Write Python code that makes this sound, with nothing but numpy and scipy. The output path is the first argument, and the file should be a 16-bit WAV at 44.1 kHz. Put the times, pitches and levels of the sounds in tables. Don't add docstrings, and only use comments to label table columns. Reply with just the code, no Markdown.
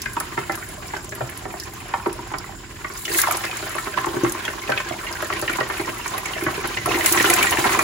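import sys
import numpy as np
from scipy import signal
from scipy.fft import rfft, irfft
from scipy.io import wavfile

SR = 44100
rng = np.random.default_rng(int(sys.argv[2]) if len(sys.argv) > 2 else 0)


def transcribe(u):
    v = np.clip(np.atleast_2d(u).T, -1, 1)
    q = np.round(v * 32767).astype(np.int16)
    wavfile.write(sys.argv[1], SR, q)


N = 345303
TIME = np.arange(N) / SR
HZ = np.maximum(np.fft.rfftfreq(N, 1 / SR), 1)
CUTOFF_HZ = 16150
WHITE = rng.standard_normal((2, 2 * SR))


def from_db(db):
    return 10 ** (np.asarray(db) / 20)


def rms_one(x):
    return x / np.sqrt(np.mean(x ** 2) + 1e-20)


def at_hz(table, column=1):
    table = np.array(table)
    return np.interp(np.log(HZ), np.log(table[:, 0]), table[:, column])


def drift(rate):
    r = np.exp(-80 * np.pi * rate / SR)
    slow = signal.lfilter([1], [1, -2 * r, r * r], rng.standard_normal(N // 40 + 2002))[2000:]
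    return np.interp(np.arange(N) / 40, np.arange(len(slow)), rms_one(slow))


def flickering(spectrum, patchy_db, rate, calm_hz):
    noise = rfft(rng.standard_normal((2, N))) * from_db(at_hz(spectrum))
    out, together = 0, drift(rate)
    top_hz = min(spectrum[-1][0], CUTOFF_HZ / 1.5)
    for octave in np.arange(np.log2(spectrum[0][0]), np.log2(top_hz) + 1):
        band = np.cos(np.pi / 2 * np.clip(np.log2(HZ) - octave, -1, 1)) ** 2
        wobble = 4.1 * together + 2.93 * drift(rate)
        out = out + irfft(noise * band, N) * from_db(patchy_db * min(1, calm_hz / 2 ** octave) * wobble)
    return rms_one(out)


def resonate(x, hz, width_hz):
    r, angle = np.exp(-np.pi * width_hz / SR), 2 * np.pi * min(hz, 16000) / SR
    poles = [1, -2 * r * np.cos(angle), r * r]
    return signal.lfilter([1, 0, -1], poles, signal.lfilter([1, 0, -1], poles, x))


def flare(t60, rise_s):
    t = np.arange(int(.7 * t60 * SR) + 64) / SR
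    return t, (1 - np.exp(-t / rise_s)) * from_db(-60 * t / t60)


def burst(hz, sharpness, t60, rise_s):
    t, shape = flare(t60, rise_s)
    start = rng.integers(SR)
    rung = resonate(WHITE[:, start:start + len(t)] * shape, hz, hz / sharpness)
    return rung / np.abs(rung).max()


def add(out, s, sound):
    at = int(np.clip(s * SR, 0, N))
    out[:, at:at + sound.shape[1]] += sound[:, :N - at]


def chance(per_s, level_db, spread_db):
    draws = rng.random((1000, 5))[:int(per_s * N / SR)]
    at = (draws[:, 0] * N).astype(int)
    size_db = level_db[at] - spread_db * np.log(draws[:, 1] * 0.68 + 0.05)
    return np.c_[at / SR, size_db, draws[:, 2:]]


def seethe(level_db):
    # (frequency [Hz], relative level [dB])
    spectrum = [(120, -37), (200, 4.5), (265, -18), (335, 11), (474, 2), (601, 2), (708, 3.5), (940, 6.5),
                (1040, 12.5), (1270, 3.5), (1400, 8), (2100, 5.5), (2700, 3), (3400, 1), (5520, -4),
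                (7000, -3.5), (9100, -69), (15400, -120)]
    churn = flickering(spectrum, patchy_db=0.8, rate=25, calm_hz=2600)
    return from_db(level_db) * (churn + pan(from_db(-46) * churn))


def pan(force):
    # (pitch [Hz], gain [dB], time to fade by 60 dB [s])
    notes = [(333, -13, 0.072), (353, -5.5, 0.048), (400.4, -15, 0.11), (641.5, -5, 0.076),
             (794, -2.5, 0.11), (1064, -7.5, 0.097), (1414, -12.5, 0.11), (1710, -21, 0.71),
             (1960, -40, 0.056), (2800, -27, 0.073), (3113, 0.5, 0.095)]
    out = 0
    for hz, db, t60 in notes:
        r, angle = from_db(-60 / (t60 * SR)), 2 * np.pi * hz / SR
        poles = [1, -2 * r * np.cos(angle), r * r]
        out = out + signal.lfilter([0, from_db(db) * np.sin(angle)], poles, force + 1e-18)
    return out


def fizz(level_db):
    # (frequency [Hz], relative level [dB])
    spectrum = [(2500, -14.5), (4000, 3.5), (5500, -7), (7000, 2.5), (8600, 8.5), (10500, 0), (12500, 1),
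                (14500, -2.5), (16000, 2)]
    return (from_db(level_db) + surge()) * flickering(spectrum, patchy_db=0.5, rate=22, calm_hz=16000)


def flame_and_hum():
    # (frequency [Hz], relative level [dB])
    spectrum = [(22, -33), (38, 5), (59, -0.5), (97, 2.5), (161, -5), (268, -7), (332, -6), (403, -6),
                (449, -16), (500, -17), (650, -52), (1100, -120)]
    # (time [s], level [dB])
    levels = [(0, -40), (2.3, -40.5), (3.2, -43), (6, -41.5), (7, -38), (7.83, -38.5)]
    # (pitch [Hz], width [Hz], level [dB])
    whistles = [(5160, 1300, -73), (4915, 83, -58.5), (5340, 90, -60), (7260, 780, -49)]
    low_tone_hz, low_tone_db = 117.6, -51
    roar = irfft(rfft(rng.standard_normal((2, N))) * from_db(at_hz(spectrum)), N)
    out = from_db(np.interp(TIME, *np.transpose(levels)) + 0.35 * drift(5.4)) * rms_one(roar)
    out[0] += from_db(low_tone_db + 3.0 * drift(3.4)) * np.sin(2 * np.pi * low_tone_hz * TIME)
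    for hz, width_hz, db in whistles:
        gain = from_db(db + 1.55 * drift(13) + 1.7 * drift(1.6))
        out += gain * rms_one(resonate(rng.standard_normal((2, N)), hz, width_hz))
    return out


def spits(fizz_db):
    # (time [s], base level [dB], pitch [Hz])
    droplets = [(0.018, -15.5, 5560), (0.1331, -22.5, 10400), (0.2005, -12.5, 9900), (0.52, -21, 5400),
                (0.5538, -17.5, 11500), (0.688, -22.5, 9900), (0.88, -27, 5400), (0.968, -26, 5360),
                (1.044, -23.5, 8300), (1.091, -24.5, 6700), (1.1498, -24.5, 11900), (1.297, -26, 11400),
                (1.374, -21.5, 10100), (1.5985, -19.5, 4930), (1.635, -22, 5860), (1.7355, -24, 12600),
                (1.883, -28, 9400), (2.0712, -26, 10400), (2.128, -21.5, 9100), (2.275, -29, 10500),
                (2.322, -29, 7160), (2.384, -19.5, 5000), (2.9362, -26, 9720), (2.975, -21, 6760),
                (3.052, -20, 6900), (3.1378, -12.5, 11500), (3.148, -19, 6960), (3.174, -12, 6460),
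                (3.1847, -7, 15000), (3.2, -10, 11100), (3.216, -5.5, 15500), (3.311, -11, 11900),
                (3.322, -13, 7500), (3.37, -13.5, 9200), (3.451, -20, 4730), (3.5697, -17.5, 7200),
                (3.6566, -28, 10700), (3.694, -21.5, 11100), (3.7155, -25, 10200), (3.7514, -27, 9650),
                (3.8442, -27, 10400), (3.9759, -30, 4540), (4.0582, -19.5, 7750), (4.235, -21, 6360),
                (4.295, -18, 6900), (4.3212, -13.5, 8900), (4.4513, -22, 6730), (4.6998, -24, 5190),
                (4.801, -28, 5730), (4.8888, -24, 7290), (5.126, -20.5, 4830), (5.221, -20.5, 11700),
                (5.2694, -28, 14800), (5.245, -23, 7000), (5.317, -28, 14800), (5.335, -22, 4600),
                (5.3926, -21, 12000), (5.414, -15.5, 8800), (5.424, -21, 4700), (5.4974, -23, 6920),
                (5.5288, -23, 11500), (5.57, -20, 7060), (5.6032, -24, 4510), (5.688, -25, 10300),
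                (5.777, -25, 11900), (5.8586, -26, 5570), (5.943, -28, 11200), (6.0636, -26, 9730),
                (6.078, -15.5, 6960), (6.1795, -16, 11900), (6.257, -17.5, 6900), (6.436, -19, 11900),
                (6.673, -18, 11400), (6.859, -14.5, 10300), (6.987, -18, 7240), (7.0394, -16, 11600),
                (7.06, -2.5, 8800), (7.124, -4, 15100), (7.225, -11, 6040), (7.3, -4.5, 10400),
                (7.3375, -3.5, 7600), (7.428, -10, 8000), (7.5077, -10.5, 11700), (7.593, -15, 7450),
                (7.7284, -19, 5100), (7.7459, -18, 6800), (7.7895, -10.5, 7760)]
    out = np.zeros((2, N))
    for s, db, pitch, length, _ in chance(per_s=22, level_db=fizz_db + 6.0, spread_db=1.0):
        add(out, s, from_db(db) * burst(4200 * 3.66 ** pitch, 6.8, 0.023 + 0.048 * length, 0.00043))
    for s, db, pitch, length, _ in chance(per_s=45, level_db=fizz_db + 1.5, spread_db=2.5):
        add(out, s, from_db(db) * burst(5500 * 2.78 ** pitch, 7.4, 0.01 + 0.017 * length, 0.0003))
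    for s, db, hz in droplets:
        add(out, s, from_db(db - 2.5) * burst(hz, 3.0, 0.052, 0.0003))
        add(out, s, from_db(1.25 * db + 3.5) * burst(5800, 0.25, 0.027, 0.00015))
    return out


def kitchen_echo(x):
    t60 = 0.28
    t = np.arange(int(t60 * SR)) / SR
    tail = rng.standard_normal((2, SR // 2))[:, :len(t)] * from_db(-60 * t / t60) * (t > .004)
    tail = signal.lfilter([.3], [1, -.7], tail)
    tail = tail / np.sqrt(np.sum(tail ** 2, axis=1, keepdims=True))
    return signal.fftconvolve(x, tail, axes=1)[:, :N]


def bubble(hz, t60, rise_s):
    t, shape = flare(t60, rise_s)
    cycles = np.cumsum(hz * 2 ** (-.06 * (t / t60 * 4 - .5).clip(max=1))) / SR
    throb = 1 + 0.44 * np.sin(2 * np.pi * (rng.uniform(93, 248) * t + rng.random((2, 1))))
    return np.sin(2 * np.pi * (cycles + rng.random((2, 1)))) * throb * shape / shape.max()


def pops(seethe_db):
    # (time [s], base level [dB], pitch [Hz], overtone offset [dB], thud offset [dB])
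    large = [(0.058, -13.5, 1563, 0, -10.5), (0.168, -11, 945, -25, -6), (0.205, -14, 1290, -31, -8),
             (0.321, -24, 1200, -6, -4), (0.376, -11.5, 936, 2.5, 1.5), (0.436, -27.5, 2170, -3, -25),
             (0.496, -11.5, 806, 4.5, -5), (0.546, -25, 1640, -5, -17), (0.575, -24.5, 1200, -12, -6),
             (0.625, -22.5, 1480, 1, -16), (0.936, -14.5, 863, -1.5, -8), (0.964, -19.5, 1555, -27, -8),
             (1.122, -19, 1700, -11, -2), (1.179, -27, 950, -10, -2), (1.208, -14, 677, -2, -12),
             (1.214, -29, 2400, -15, -20), (1.291, -25, 1745, -3, -20), (1.454, -18.5, 760, -3, 1.5),
             (1.539, -21, 704, -1.5, -5), (1.939, -7.5, 947, -4.5, -22), (1.998, -21, 1070, -21, -22),
             (2.06, -9, 960, -11, -8), (2.066, -15, 367, -25, 3.5), (2.19, -23, 960, -24, -2),
             (2.317, -18.5, 870, -13, -6), (2.338, -12, 1028, -2.5, -5), (2.442, -27, 1074, 4, -12),
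             (2.491, -26.5, 805, -5, -3), (2.54, -35, 797, -13, -8), (2.636, -35, 1480, -6, -15),
             (2.845, -17.5, 1120, 6, -8.5), (2.9, -23, 1097, 1, -4), (2.955, -26, 1450, -13, -6),
             (3.01, -31, 2170, -10, -20), (3.052, -15.5, 2950, -18, -31), (3.079, -16.5, 1890, -18, -7),
             (3.101, -20.5, 392, -20, -14), (3.145, -13, 1970, -2, -25), (3.187, -9.5, 1620, -21, -33),
             (3.237, -11.5, 1107, 6.5, -30), (3.272, -8.5, 1016, -28, -18), (3.283, -12.5, 708, -20, -31),
             (3.309, -8.5, 1213, -16, -13), (3.439, -15.5, 2050, -22, -31), (3.512, -18, 2460, -10, -19),
             (3.626, -18, 1416, -17, -2), (3.659, -29, 2250, -12, -21), (3.75, -18, 1150, -22, -1.5),
             (3.782, -14, 1333, 0, -29), (3.871, -16.5, 1053, -19, -2.5), (3.94, -18, 1550, -10, -20),
             (3.975, -8, 1023, -5, -11), (3.983, -13.5, 1700, -20, -25), (4.043, -12.5, 1080, -21, -13),
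             (4.068, -11, 870, -26, -1.5), (4.133, -22, 1050, -15, -15), (4.141, -16.5, 350, -25, -6),
             (4.166, -9.5, 354, -3, -20), (4.234, -5, 350, -12, -14), (4.247, -9, 1110, -6, -7),
             (4.265, -19.5, 1090, 4, -10), (4.349, -20, 1050, -4, -5), (4.405, -24, 1610, -15, -20),
             (4.451, -18.5, 3220, 0, -27), (4.479, -14.5, 1515, 1.5, -26), (4.484, -26, 340, -25, 6),
             (4.533, -23, 1096, -6, -18), (4.555, -23, 370, -5, -8), (4.582, -22.5, 1040, -19, -7),
             (4.675, -20.5, 2530, -12, -1), (4.693, -10.5, 614, 0, -5.5), (4.699, -16, 1740, -3, -25),
             (4.72, -6.5, 1555, -29, -29), (4.775, -10.5, 2503, -1.5, -9), (4.801, -16.5, 1040, 3, -34),
             (4.896, -26, 3380, -6, -27), (4.908, -17, 713, -9, -2.5), (4.923, -22, 2145, -18, -27),
             (5.067, -19, 2164, 5.5, -41), (5.225, -18, 620, 5.5, -4), (5.301, -13.5, 1097, -5, -11),
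             (5.326, -13.5, 1944, -4, -4), (5.424, -18.5, 596, 4, 0.5), (5.478, -12.5, 1860, 1, -10),
             (5.495, -10.5, 1416, -15, -7), (5.533, -15.5, 2170, -9, -15), (5.586, -11.5, 1028, -30, -1.5),
             (5.604, -11.5, 1900, -22, -6), (5.61, -12.5, 632, 4.5, -8), (5.7, -14.5, 1007, 1, -5),
             (5.796, -16, 1087, -9, 2), (5.877, -18.5, 967, -3, -21), (5.886, -19.5, 344, -25, 1),
             (6.059, -17.5, 1027, 5, -8), (6.18, -21, 1910, 3, -23), (6.256, -16.5, 2240, -12, -29),
             (6.334, -19.5, 2750, 2, -23), (6.379, -17.5, 1740, -15, -25), (6.42, -22, 1410, -16, 7.5),
             (6.465, -12.5, 1088, 4.5, -1), (6.482, -12, 1104, -1, -4), (6.578, -18.5, 350, 1, -10),
             (6.639, -26, 1160, 9, 12.5), (6.772, -12, 2026, -3, -10), (6.858, -7.5, 1066, -7, -10),
             (6.873, -12.5, 710, -4, -13), (6.886, -18, 480, -11, 8), (6.919, -16.5, 2730, 0, -0.5),
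             (6.944, -12, 1870, -11, -13), (6.95, -14.5, 353, -20, -3), (6.957, -13.5, 2100, 1, -23),
             (6.99, -27, 795, 0, -20), (7.008, -11, 1946, -6, -20), (7.043, -17, 1685, -10, -18),
             (7.061, -9, 2080, 0, -32), (7.113, -21, 940, 2, -15), (7.115, -18, 340, -20, -10),
             (7.134, -17, 1135, 6, -24), (7.148, -12, 1067, 1, -29), (7.158, -9, 1060, -15, -25),
             (7.174, -4.5, 1960, -22, -13), (7.198, -9, 1890, 1, -25), (7.206, -15.5, 346, -20, -8),
             (7.208, -15, 1054, 6, -25), (7.243, -4, 1400, -15, -8.5), (7.257, -9, 2950, -16, -27),
             (7.259, -19, 345, -20, -8), (7.286, -13, 1335, -8, -25), (7.29, -11.5, 354, -20, -7),
             (7.301, -7, 2000, -10, -10), (7.31, -13, 580, -20, -16), (7.33, -15, 1770, 8, -20),
             (7.363, -14.5, 2060, -8, -22), (7.378, -16, 980, -10, -15), (7.387, -11, 2670, -15, -25),
             (7.395, -19, 343, -20, -5), (7.409, -18, 345, -18, -4), (7.426, -4.5, 2300, -22, -34),
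             (7.469, -8, 1920, -15, -22), (7.524, -13, 2110, 7, -5), (7.571, -12.5, 1785, 3, -22),
             (7.583, -24, 380, -25, 12.5), (7.642, -11, 972, 7, -16), (7.654, -9.5, 340, 3, -12),
             (7.692, -13.5, 1200, 6, -9), (7.749, -9, 1025, -25, -10), (7.775, -15, 334, -22, -14),
             (7.791, -5, 1106, 3, -31)]
    # (time [s], level [dB])
    booms = [(1.213, -28), (4.235, -27), (4.693, -34), (5.601, -33), (6.465, -33), (6.86, -32),
             (7.655, -36)]
    tone_db, crack_db, crack_lead_s, grate_hz = -6.5, -9.5, 0.002013, 126.6
    small = [(s, db, 600 * 4.6 ** pitch, -18 + 14 * bright, -22 + 16 * heavy)
             for s, db, pitch, bright, heavy in chance(per_s=52, level_db=seethe_db + 6.0, spread_db=2.0)]
    air, thump = np.zeros((2, N)), np.zeros((2, N))
    for pockets, t60, splash_db in [(large, 0.056, -4), (small, 0.055, -15)]:
        for s, db, hz, overtone_db, thud_db in pockets:
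            add(air, s, from_db(db + tone_db) * bubble(hz, t60, 0.00074))
            splash = burst(0.97 * hz, max(1.31, 1100 / hz), 0.77 * t60, 0.0011)
            add(air, s, from_db(db + splash_db) * splash)
            octaves_up = 0.85 * (np.arange(3) + rng.random(3)) / 3
            for overtone_hz in 1297.7 * (hz / 1000) ** 0.4 * 2 ** octaves_up:
                add(air, s, from_db(db + overtone_db - 14) * bubble(overtone_hz, 1.13 * t60, 0.00066))
            add(thump, s, from_db(db + thud_db) * burst(393.0, 1.46, 0.02, 0.0012))
    for s, db, hz, _, thud_db in large:
        if hz > 500:
            crack = burst(min(1.14 * hz, 2200), 0.71, 0.029, 0.00075)
            add(air, s - crack_lead_s, from_db(db + crack_db) * crack)
        add(air, s, from_db(db + thud_db - 19.5) * burst(grate_hz, 1.0, 0.075, 0.0024))
    for s, db in booms:
        add(air, s, from_db(db) * bubble(grate_hz, t60=0.24, rise_s=0.0013))
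    return air + pan(from_db(-37.5) * thump + from_db(-49.5) * air)


def surge():
    peak_s, peak_db, hold_s = 3.18, -23, 0.03
    rise_db_per_s, fall_db_per_s = 600, 800
    t = TIME - peak_s
    return from_db(peak_db - rise_db_per_s * (-t).clip(0) - fall_db_per_s * (t - hold_s).clip(0))


def scene():
    # (time [s], seethe level [dB], fizz level [dB])
    vigour = [(0.0, -38.5, -42), (1.87, -41, -44.5), (2.29, -39.5, -47.5), (2.66, -44.5, -48.5),
              (2.93, -38.5, -44), (3.0, -45, -36), (3.14, -29, -28.5), (3.23, -26, -30.5),
              (3.49, -33.5, -37), (4.12, -33.5, -37.5), (5.01, -33.5, -41), (5.54, -33, -38.5),
              (6.83, -30, -39), (6.89, -24, -33), (7.03, -28, -26), (7.1, -25.5, -21), (7.22, -21.5, -23.5),
              (7.45, -23, -26.5), (7.83, -25.5, -28.5)]
    # (frequency [Hz], left-right likeness [0-1], left over right [dB])
    ports = [(40, 0.88, -4), (360, 0.94, -1.5), (620, 0.11, -0.3), (1050, 0.52, -2), (1930, 0.26, -0.5),
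             (4830, 0.069, -3), (6000, 0.043, -2.5), (8150, 1, 0.5), (16000, 0.68, -0.5)]
    times, *levels = np.transpose(vigour)
    seethe_db, fizz_db = [np.interp(TIME, times, level) for level in levels]
    events = pops(seethe_db) + spits(fizz_db)
    sizzle = seethe(seethe_db) + fizz(fizz_db)
    mid, side = rfft(events + from_db(-12.5) * kitchen_echo(events) + sizzle + flame_and_hum())
    alike = np.clip(at_hz(ports), 0, 1)
    mid, side = np.sqrt((1 + alike) / 2) * mid, np.sqrt((1 - alike) / 2) * side
    lean = from_db(at_hz(ports, column=2) / 2)
    return irfft(np.array([(mid + side) * lean, (mid - side) / lean]), N)


def record(dry):
    lead_s, lead_from_hz = 0.00022, 6253
    lead = np.exp(2j * np.pi * lead_s * np.maximum(HZ - lead_from_hz, 0))
    at_ports = np.array([dry[0], irfft(rfft(dry[1]) * lead, N)])
    bass_cut = signal.sosfilt(signal.butter(8, 38, "high", fs=SR, output="sos"), at_ports)
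    rounded = 1.3 * np.tanh(bass_cut / 1.3)
    return signal.sosfilt(signal.cheby2(20, 60, CUTOFF_HZ, fs=SR, output="sos"), rounded)


dry = scene()
out = record(dry)
transcribe(out)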